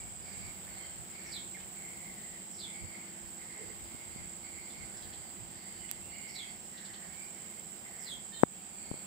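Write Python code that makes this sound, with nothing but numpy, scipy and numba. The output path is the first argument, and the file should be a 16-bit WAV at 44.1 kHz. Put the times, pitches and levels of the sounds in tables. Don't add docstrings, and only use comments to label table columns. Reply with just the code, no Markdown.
import sys
import numpy as np
from scipy import signal
from scipy.io import wavfile
from scipy.ndimage import uniform_filter1d
from numba import njit

SR = 44100
rng = np.random.default_rng(int(sys.argv[2]) if len(sys.argv) > 2 else 0)


def voltage_ratio(decibels):
    exponent = np.asarray(decibels, float) / 20
    return 10 ** exponent


def transcribe(signal):
    frames = np.atleast_2d(signal).T
    limited = np.clip(frames, -1, 1)
    pcm = np.round(limited * 32767).astype(np.int16)
    wavfile.write(sys.argv[1], SR, pcm)


N = 399546
TIME = np.arange(N) / SR

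# (time [s], level [dB], left minus right [dB])
CICADA_CHORUS = [(0.0, -45, 2), (0.02, -47.5, -3.5), (1.46, -46.5, -2.5), (6.76, -48.5, -7),
                 (9.03, -47, -5.5), (9.06, -49, -5.5)]
# (bottom of the fall [s], sweep level [dB], landing level [dB], tail [s])
FALLING_CHIRPS = [
    (1.385, -47.5, -53, 0.038),
    (2.655, -49, -50, 0.036),
    (6.41, -48.5, -51.5, 0.1),
    (8.122, -50, -43, 0.034),
]
# (start [s], length [s], first pitch [Hz],
# last pitch [Hz], level [dB])
THIN_WHISTLES = [(1.543, 0.031, 2400, 1680, -55), (3.06, 0.0348, 2700, 1100, -67),
                 (8.33, 0.085, 3090, 3120, -59), (8.33, 0.081, 4400, 3400, -61),
                 (8.325, 0.08, 3660, 3700, -58.5), (8.32, 0.07, 1790, 1815, -64),
                 (5.76, 0.145, 3100, 2800, -67), (0.8, 0.15, 3160, 3140, -65), (3.59, .11, 435, 420, -55),
                 (7.14, .14, 2240, 2400, -64), (8.78, 0.25, 2200, 2200, -66.5),
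                 (4.75, 0.6, 1500, 1500, -70.5)]
# (time [s], pitch [Hz], level [dB])
ARCHED_WHISTLE = [(6.015, 2620, -76), (6.036, 2680, -64), (6.152, 2860, -65), (6.19, 2880, -69),
                  (6.28, 2890, -72), (6.4, 2760, -72), (6.47, 2580, -70), (6.53, 2350, -78)]
# (time [s], peak level [dB], throat resonance [Hz])
CHATTER_NOTES = [
    (1.595, -54, 3070),
    (4.6977, -54, 3890),
    (4.9641, -54, 4970),
    (5.018, -51, 3920),
    (5.1267, -51, 3840),
    (5.8855, -52, 3080),
    (6.769, -51, 3970),
    (6.8443, -51.5, 4180),
    (6.9321, -51.5, 3820),
    (7.1327, -59, 3620),
]
# (start [s], length [s], low throat level [dB], low throat [Hz], high throat level [dB])
FAR_CALLS = [(-.1, 0.071, -56, 2250, -64), (0.257, 0.23, -58.5, 2230, -63), (0.698, 0.16, -57, 2110, -60),
             (1.142, 0.21, -56.5, 2225, -63.5), (1.778, 0.32, -57, 2120, -71),
             (2.2, 0.19, -60.5, 2000, -75), (2.698, 0.36, -56.5, 2160, -68), (3.42, 0.3, -58.5, 2050, -73),
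             (3.898, 0.32, -60, 2140, -68), (4.446, 0.39, -57.5, 2164, -66), (4.995, 0.27, -69, 2030, -69),
             (5.576, 0.34, -60.5, 2070, -66), (6.115, 0.36, -55, 2160, -62), (6.756, 0.28, -61, 1950, -78),
             (7.13, 0.13, -63, 2240, -74), (7.38, 0.13, -62, 2130, -81), (7.868, 0.23, -60.5, 2040, -75),
             (8.757, 0.26, -69, 2410, -67)]
# (start [s], length [s], level [dB], throat resonance [Hz])
DEEP_CALLS = [(.22, 0.21, -65, 1750), (.65, .2, -65.5, 1770), (1.202, 0.17, -62, 1820),
              (2.2, 0.16, -68, 1800), (3.1, 0.088, -64, 1800), (3.4, 0.23, -66, 1800),
              (4.95, 0.19, -64, 1700), (5.5, 0.27, -66, 1800), (6.75, 0.39, -62.5, 1750),
              (7.85, .25, -65, 1820)]
# (time [s], level [dB], membrane [Hz], edge [ms], port [0 left, 1 right])
CASE_BUMPS = [
    (8.4349, 3, 173, .14, 0),
    (8.9146, -18, 118, 0.21, 0),
    (8.9416, -25, 200, 0.2, 0),
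    (3.948, -25.5, 150, 0.52, 1),
    (4.161, -26.5, 150, 0.47, 1),
    (8.126, -34, 150, 0.34, 1),
    (8.212, -46, 70, .8, 1),
]
# (time [s], level [dB])
BREEZE = [(0.0, -63), (0.4, -61), (2.45, -69.5), (3.78, -65), (6.66, -70.5), (6.79, -71.5), (9.06, -70.5)]
# (time [s], level [dB], left minus right
# [dB])
PORT_PUFFS = [(0.0, -56, -12), (.48, -51, 14), (1.0, -64, -18), (1.31, -60, 9), (1.66, -65, -2),
              (2.85, -54, -21), (3.68, -59, 4), (3.83, -59, 7), (3.96, -58, -11), (4.08, -59, -2),
              (4.21, -53.5, 17), (4.62, -61, 7), (4.82, -54, 10), (5.07, -58.5, -9), (5.2, -62, -14),
              (5.43, -57.5, -16), (5.57, -66, -15), (5.8, -67, -18), (6.06, -60, 10), (6.58, -65, 1),
              (7.11, -65, -6), (8.18, -63, -13), (8.45, -62, 10), (8.93, -50.5, 13)]
# (frequency [Hz], level per hertz [dB])
AIR_SPECTRUM = [(60, -12.5), (150, -7.5), (300, -13.5), (600, -7.5), (1100, -17), (1600, -12),
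                (3200, -16.5), (5200, -20.5), (6200, -25), (10000, -23.5), (13500, -27), (16000, -11.5)]
# (frequency [Hz], left-right correlation [1])
PORT_LIKENESS = [(60, 0.28), (200, 0.9), (400, 0.64), (800, 0.21), (1100, 0.017), (16000, 0.018)]
# (centre [Hz], width [Hz], level [dB])
HUM_BANDS = [
    (191.8, 77, -61.5),
    (347, 130, -67.5),
    (759, 210, -65),
    (3125, 260, -71),
    (5060, 380, -70),
]
MOTOR_ORDERS = {13: -74, 14: -70, 15: -70, 16: -71.5, 17.5: -74, 20: -77.5, 21: -78.5, 27: -69.5, 28: -78.5,
                29: -81, 31: -80, 32: -77.5}


def cicadas():
    tymbal_hz, width_hz, buckle_hz = 7745, 1570, 24.25
    chorus_db, left_db = columns(CICADA_CHORUS)
    cycle = 2 * np.pi * (buckle_hz * TIME + 0.13 * walk(1.276))
    throb = 1 + 0.073 * np.cos(4 * cycle) + 0.076 * np.cos(3 * cycle) + 0.078 * np.cos(cycle)
    ports = []
    for port in range(2):
        clicks = rng.standard_normal(N) * voltage_ratio(2.0 * rng.exponential(size=N))
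        clicks = clicks * throb * voltage_ratio(walk(22))
        ring = steep(clicks, tymbal_hz - 280, width_hz)
        ring = level(steep(ring, tymbal_hz + 280, width_hz), 0)
        octave = level(steep(ring ** 2, 15400, 2200), -28)
        ports.append(ring + octave)
    return pan(np.array(ports) * voltage_ratio(chorus_db), left_db)


def near_birds():
    chirps = song([chirp(*row) for row in FALLING_CHIRPS],
                  hoarse_hz=74, rough=0.31, flutter_db=2.0, overtone_db=-15.5)
    whistles = song([whistle(*row) for row in THIN_WHISTLES] + [ARCHED_WHISTLE],
                    hoarse_hz=55, rough=0.04, flutter_db=2.0, overtone_db=-50)
    return pan(foliage(chirps + whistles + chatter(), wet_db=1.5, t60=0.3), -4.0)


def song(notes, hoarse_hz, rough, flutter_db, overtone_db):
    out = np.zeros(N)
    wobble, flutter = walk(1100), walk(150)
    for note in notes:
        s, hz, db = np.transpose(note)
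        on = slice(int(s[0] * SR), int(s[-1] * SR))
        pitch = np.interp(TIME[on], s, hz)
        swing_hz = hoarse_hz + rough * np.minimum(pitch - hz.min(), 1100)
        phase = 2 * np.pi * np.cumsum(pitch + swing_hz * wobble[on]) / SR
        overtones = np.sin(2 * phase) + np.sin(3 * phase) / 2
        tone = np.sin(phase) + voltage_ratio(overtone_db) * overtones
        loudness = voltage_ratio(np.interp(TIME[on], s, db) + flutter_db * flutter[on])
        out[on] += np.sqrt(2) * tone * loudness
    return out


def chirp(s, sweep_db, landing_db, tail):
    fall_s, loud_s, swell_s = 0.13, 0.054, 0.019
    bottom_hz, fall_hz_per_s = 3318, 20000
    lead_db = sweep_db - 15
    when = np.array([-fall_s, -fall_s + swell_s, -loud_s - swell_s, -loud_s,
                     -swell_s / 2, 0, tail / 2, tail])
    db = [lead_db - 3, lead_db, lead_db, sweep_db,
          sweep_db, landing_db, landing_db - 9.0, landing_db - 20]
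    hz = bottom_hz - np.where(when < 0, fall_hz_per_s, 900) * when
    return np.transpose([s + when, hz, db])


def whistle(s, length, first_hz, last_hz, db):
    rise, hold = 0.25, 0.46
    share = np.array([0, rise, rise + hold, 1])
    hz = first_hz + (last_hz - first_hz) * share
    return np.transpose([s + length * share, hz, db + np.array([-3, 0, -3, -3])])


def chatter():
    out, noise = np.zeros(N), rng.standard_normal(N)
    t = TIME[:SR // 10]
    puff = t / 0.0092 * np.exp(1 - t / 0.0084)
    for s, db, hz in CHATTER_NOTES:
        i = int(s * SR)
        edges = np.clip([hz - 900, hz + 700], 500, 9000)
        throat = signal.butter(2, edges, "band", fs=SR, output="sos")
        note = signal.sosfilt(throat, puff * noise[i:i + len(t)])
        out[i:i + len(t)] += voltage_ratio(db + 7.0) * note
    return out


def foliage(x, wet_db, t60):
    t = TIME[:SR // 2]
    tails = rng.standard_normal((2, len(t))) * np.exp(-np.log(1000) * t / t60)
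    tails *= np.clip(t / 0.0021, 0, 1)
    tails *= voltage_ratio(wet_db) / np.sqrt(np.sum(tails ** 2, axis=1, keepdims=True))
    return x + np.array([signal.fftconvolve(x, tail)[:N] for tail in tails])


def far_birds():
    s, length, low_db, hz, high_db = np.transpose(FAR_CALLS)
    shapes = np.array([swell(a, b) for a, b in zip(s, length)])
    sag_hz = 77 * length / 2
    ends = np.ravel([s, s + length], "F")
    low_hz = np.interp(TIME, ends, np.ravel([hz + sag_hz, hz - sag_hz], "F"))
    high_hz = 4570 * voltage_ratio(0.17 * walk(3.01))

    s, length, db, hz = np.transpose(DEEP_CALLS)
    deep = voltage_ratio(db) @ np.array([swell(a, b) for a, b in zip(s, length)])
    deep_hz = np.interp(TIME, s, hz)
    out = deep * level(np.array([steep(n, deep_hz, 410) for n in pair(0.1)]), 0)

    for hz, db, width_hz in ((low_hz, low_db, 280), (high_hz, high_db - 1.5, 600)):
        throb = voltage_ratio(2.5 * walk(35))
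        voice = level(np.array([steep(n * throb, hz, width_hz) for n in pair(0.086)]), 0)
        murmur = voltage_ratio(-73)
        out = out + (voltage_ratio(db) @ shapes + murmur) * voice
    return pan(out, -2.5)


def swell(s, length):
    attack_s, release_s = 0.06, 0.19
    corners = [s - attack_s, s, s + length, s + length + release_s]
    return np.interp(TIME, corners, [0, 1, 1, 0]) ** 2


def handling():
    out = np.zeros((2, N))
    t = np.arange(-400, 1400) / SR
    for s, db, hz, edge_ms, port in CASE_BUMPS:
        suction = 0.31 + 0.6 * voltage_ratio(db)
        late = t - (s * SR % 1) / SR
        swing = np.cos(2 * np.pi * hz * late) * np.exp(-np.abs(late) * hz / 0.23)
        pull = suction * np.exp(-np.abs(late) * 1000 / (2.2 * edge_ms))
        pull = pull + 0.085 * np.exp(-np.abs(late) / 0.0011)
        edge = np.exp(-.5 * (t[300:501] * 1000 / edge_ms) ** 2)
        shape = np.convolve(np.where(late > 0, swing, -pull), edge / edge.sum(), "same")
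        snap = np.sin(2 * np.pi * 4200 * late) * np.exp(-np.abs(late) / 0.00016)
        shape = shape + voltage_ratio(-35) * snap
        i = int(s * SR) - 400
        out[int(round(port)), i:i + len(t)] += voltage_ratio(db) * shape

    tick_s, tick_db = 5.9134, -16
    t = TIME[:300]
    tick = 0
    # frequency [Hz], level [dB], decay [s]
    for hz, db, tau in ((11200, 8.0, 0.00014), (7860, -6.5, 0.00083), (4500, -20, 0.00016)):
        tick = tick + voltage_ratio(db) * np.sin(2 * np.pi * hz * t) * np.exp(-t / tau)
    i = int(tick_s * SR)
    out[:, i:i + len(t)] += voltage_ratio(tick_db) * tick * voltage_ratio(np.array([[-22], [0]]))
    return out


def wind():
    gain = pan(voltage_ratio(columns(BREEZE)[0] + 3.5), -3 + 4 * walk(5.01))
    for s, db, left_db in PORT_PUFFS:
        puff_db = db + np.array([[.5], [-.5]]) * left_db
        gain = gain + voltage_ratio(puff_db) * np.exp(-np.abs(TIME - s) / 0.03)
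    eddies = []
    for port in range(2):
        gusts = rng.standard_normal(N) * voltage_ratio(2.6 * walk(14))
        eddies.append(steep(gusts, 68 * voltage_ratio(1.4 * walk(2.67)), 109))
    rumble_cut = signal.butter(2, 45, "high", fs=SR, output="sos")
    return level(signal.sosfilt(rumble_cut, eddies), 0.65) * gain


def yard():
    air_hz, air_db = np.transpose(AIR_SPECTRUM)
    like_hz, likeness = np.transpose(PORT_LIKENESS)
    out = 0
    for hz in 60 * 2 ** np.arange(0, 8.1, .5):
        db = np.interp(np.log(hz), np.log(air_hz), air_db) + walk(8)
        like = np.interp(np.log(hz), np.log(like_hz), likeness)
        out = out + voltage_ratio(db) * np.array([steep(n, hz, hz * 0.69) for n in pair(like)])
    out = level(out, 8.23) * voltage_ratio(-63 + .5 * walk(2.13))
    for hz, width_hz, db in HUM_BANDS:
        noises = pair(min(180 / hz, .9))
        hum = np.array([steep(n, hz * voltage_ratio(0.29 * walk(0.632)), width_hz) for n in noises])
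        out = out + level(hum, db)
    return pan(out + motor(), -3)


def motor():
    firing_hz = 12.52 * (1 + 0.00094 * walk(0.682))
    turn = 2 * np.pi * np.cumsum(firing_hz) / SR
    out = 0
    for k, db in MOTOR_ORDERS.items():
        out = out + voltage_ratio(db + 2.7 * walk(1.5)) * np.sqrt(2) * np.sin(k * turn + k * k)
    return out


def level(x, db):
    return x * voltage_ratio(db) / np.sqrt(np.mean(x ** 2))


def columns(table):
    s, *cols = np.transpose(table)
    return [np.interp(TIME, s, c) for c in cols]


def pan(x, left_db):
    return x * voltage_ratio(np.multiply.outer([.5, -.5], left_db + np.zeros(N)))


@njit
def svf(x, hz, width):
    y, band, low = np.empty(len(x)), 0., 0.
    for i in range(len(x)):
        g, k = np.tan(np.pi * hz[i] / SR), width / hz[i]
        v = (band + g * (x[i] - low)) / (1 + g * (g + k))
        band = 2 * v - band
        low = low + 2 * g * v
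        y[i] = k * v
    return y


def steep(x, hz, width_hz):
    hz = hz + np.zeros(N)
    return svf(svf(x + 1e-18, hz, 1. * width_hz), hz, 1. * width_hz)


def walk(rate):
    k = int(SR / rate)
    held = np.repeat(rng.standard_normal(N // k + 1), k)
    return 1.3 * uniform_filter1d(uniform_filter1d(held, k), k)[:N]


def pair(likeness):
    mid, side = rng.standard_normal((2, N))
    c = np.clip(likeness, 0, .99)
    return np.sqrt((1 + c) / 2) * mid + np.sqrt((1 - c) / 2) * side * np.array([[1], [-1]])


def scene():
    return cicadas() + far_birds() + near_birds() + wind() + yard() + handling()


def band_limit(x):
    return signal.sosfilt(signal.butter(12, 16800, fs=SR, output="sos"), x)


def record(dry):
    over = np.roll(np.abs(dry).max(axis=0) > 0.3, SR // 150)
    recover_s, duck_db = 0.048, -8.5
    dip = signal.lfilter([1], [1, -np.exp(-1 / (recover_s * SR))], over)
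    ducked = dry * voltage_ratio(duck_db * dip / dip.max())
    top_cut = signal.ellip(10, .2, 45, 15580, fs=SR, output="sos")
    return band_limit(signal.sosfilt(top_cut, ducked))


dry = scene()
out = record(dry)
transcribe(out)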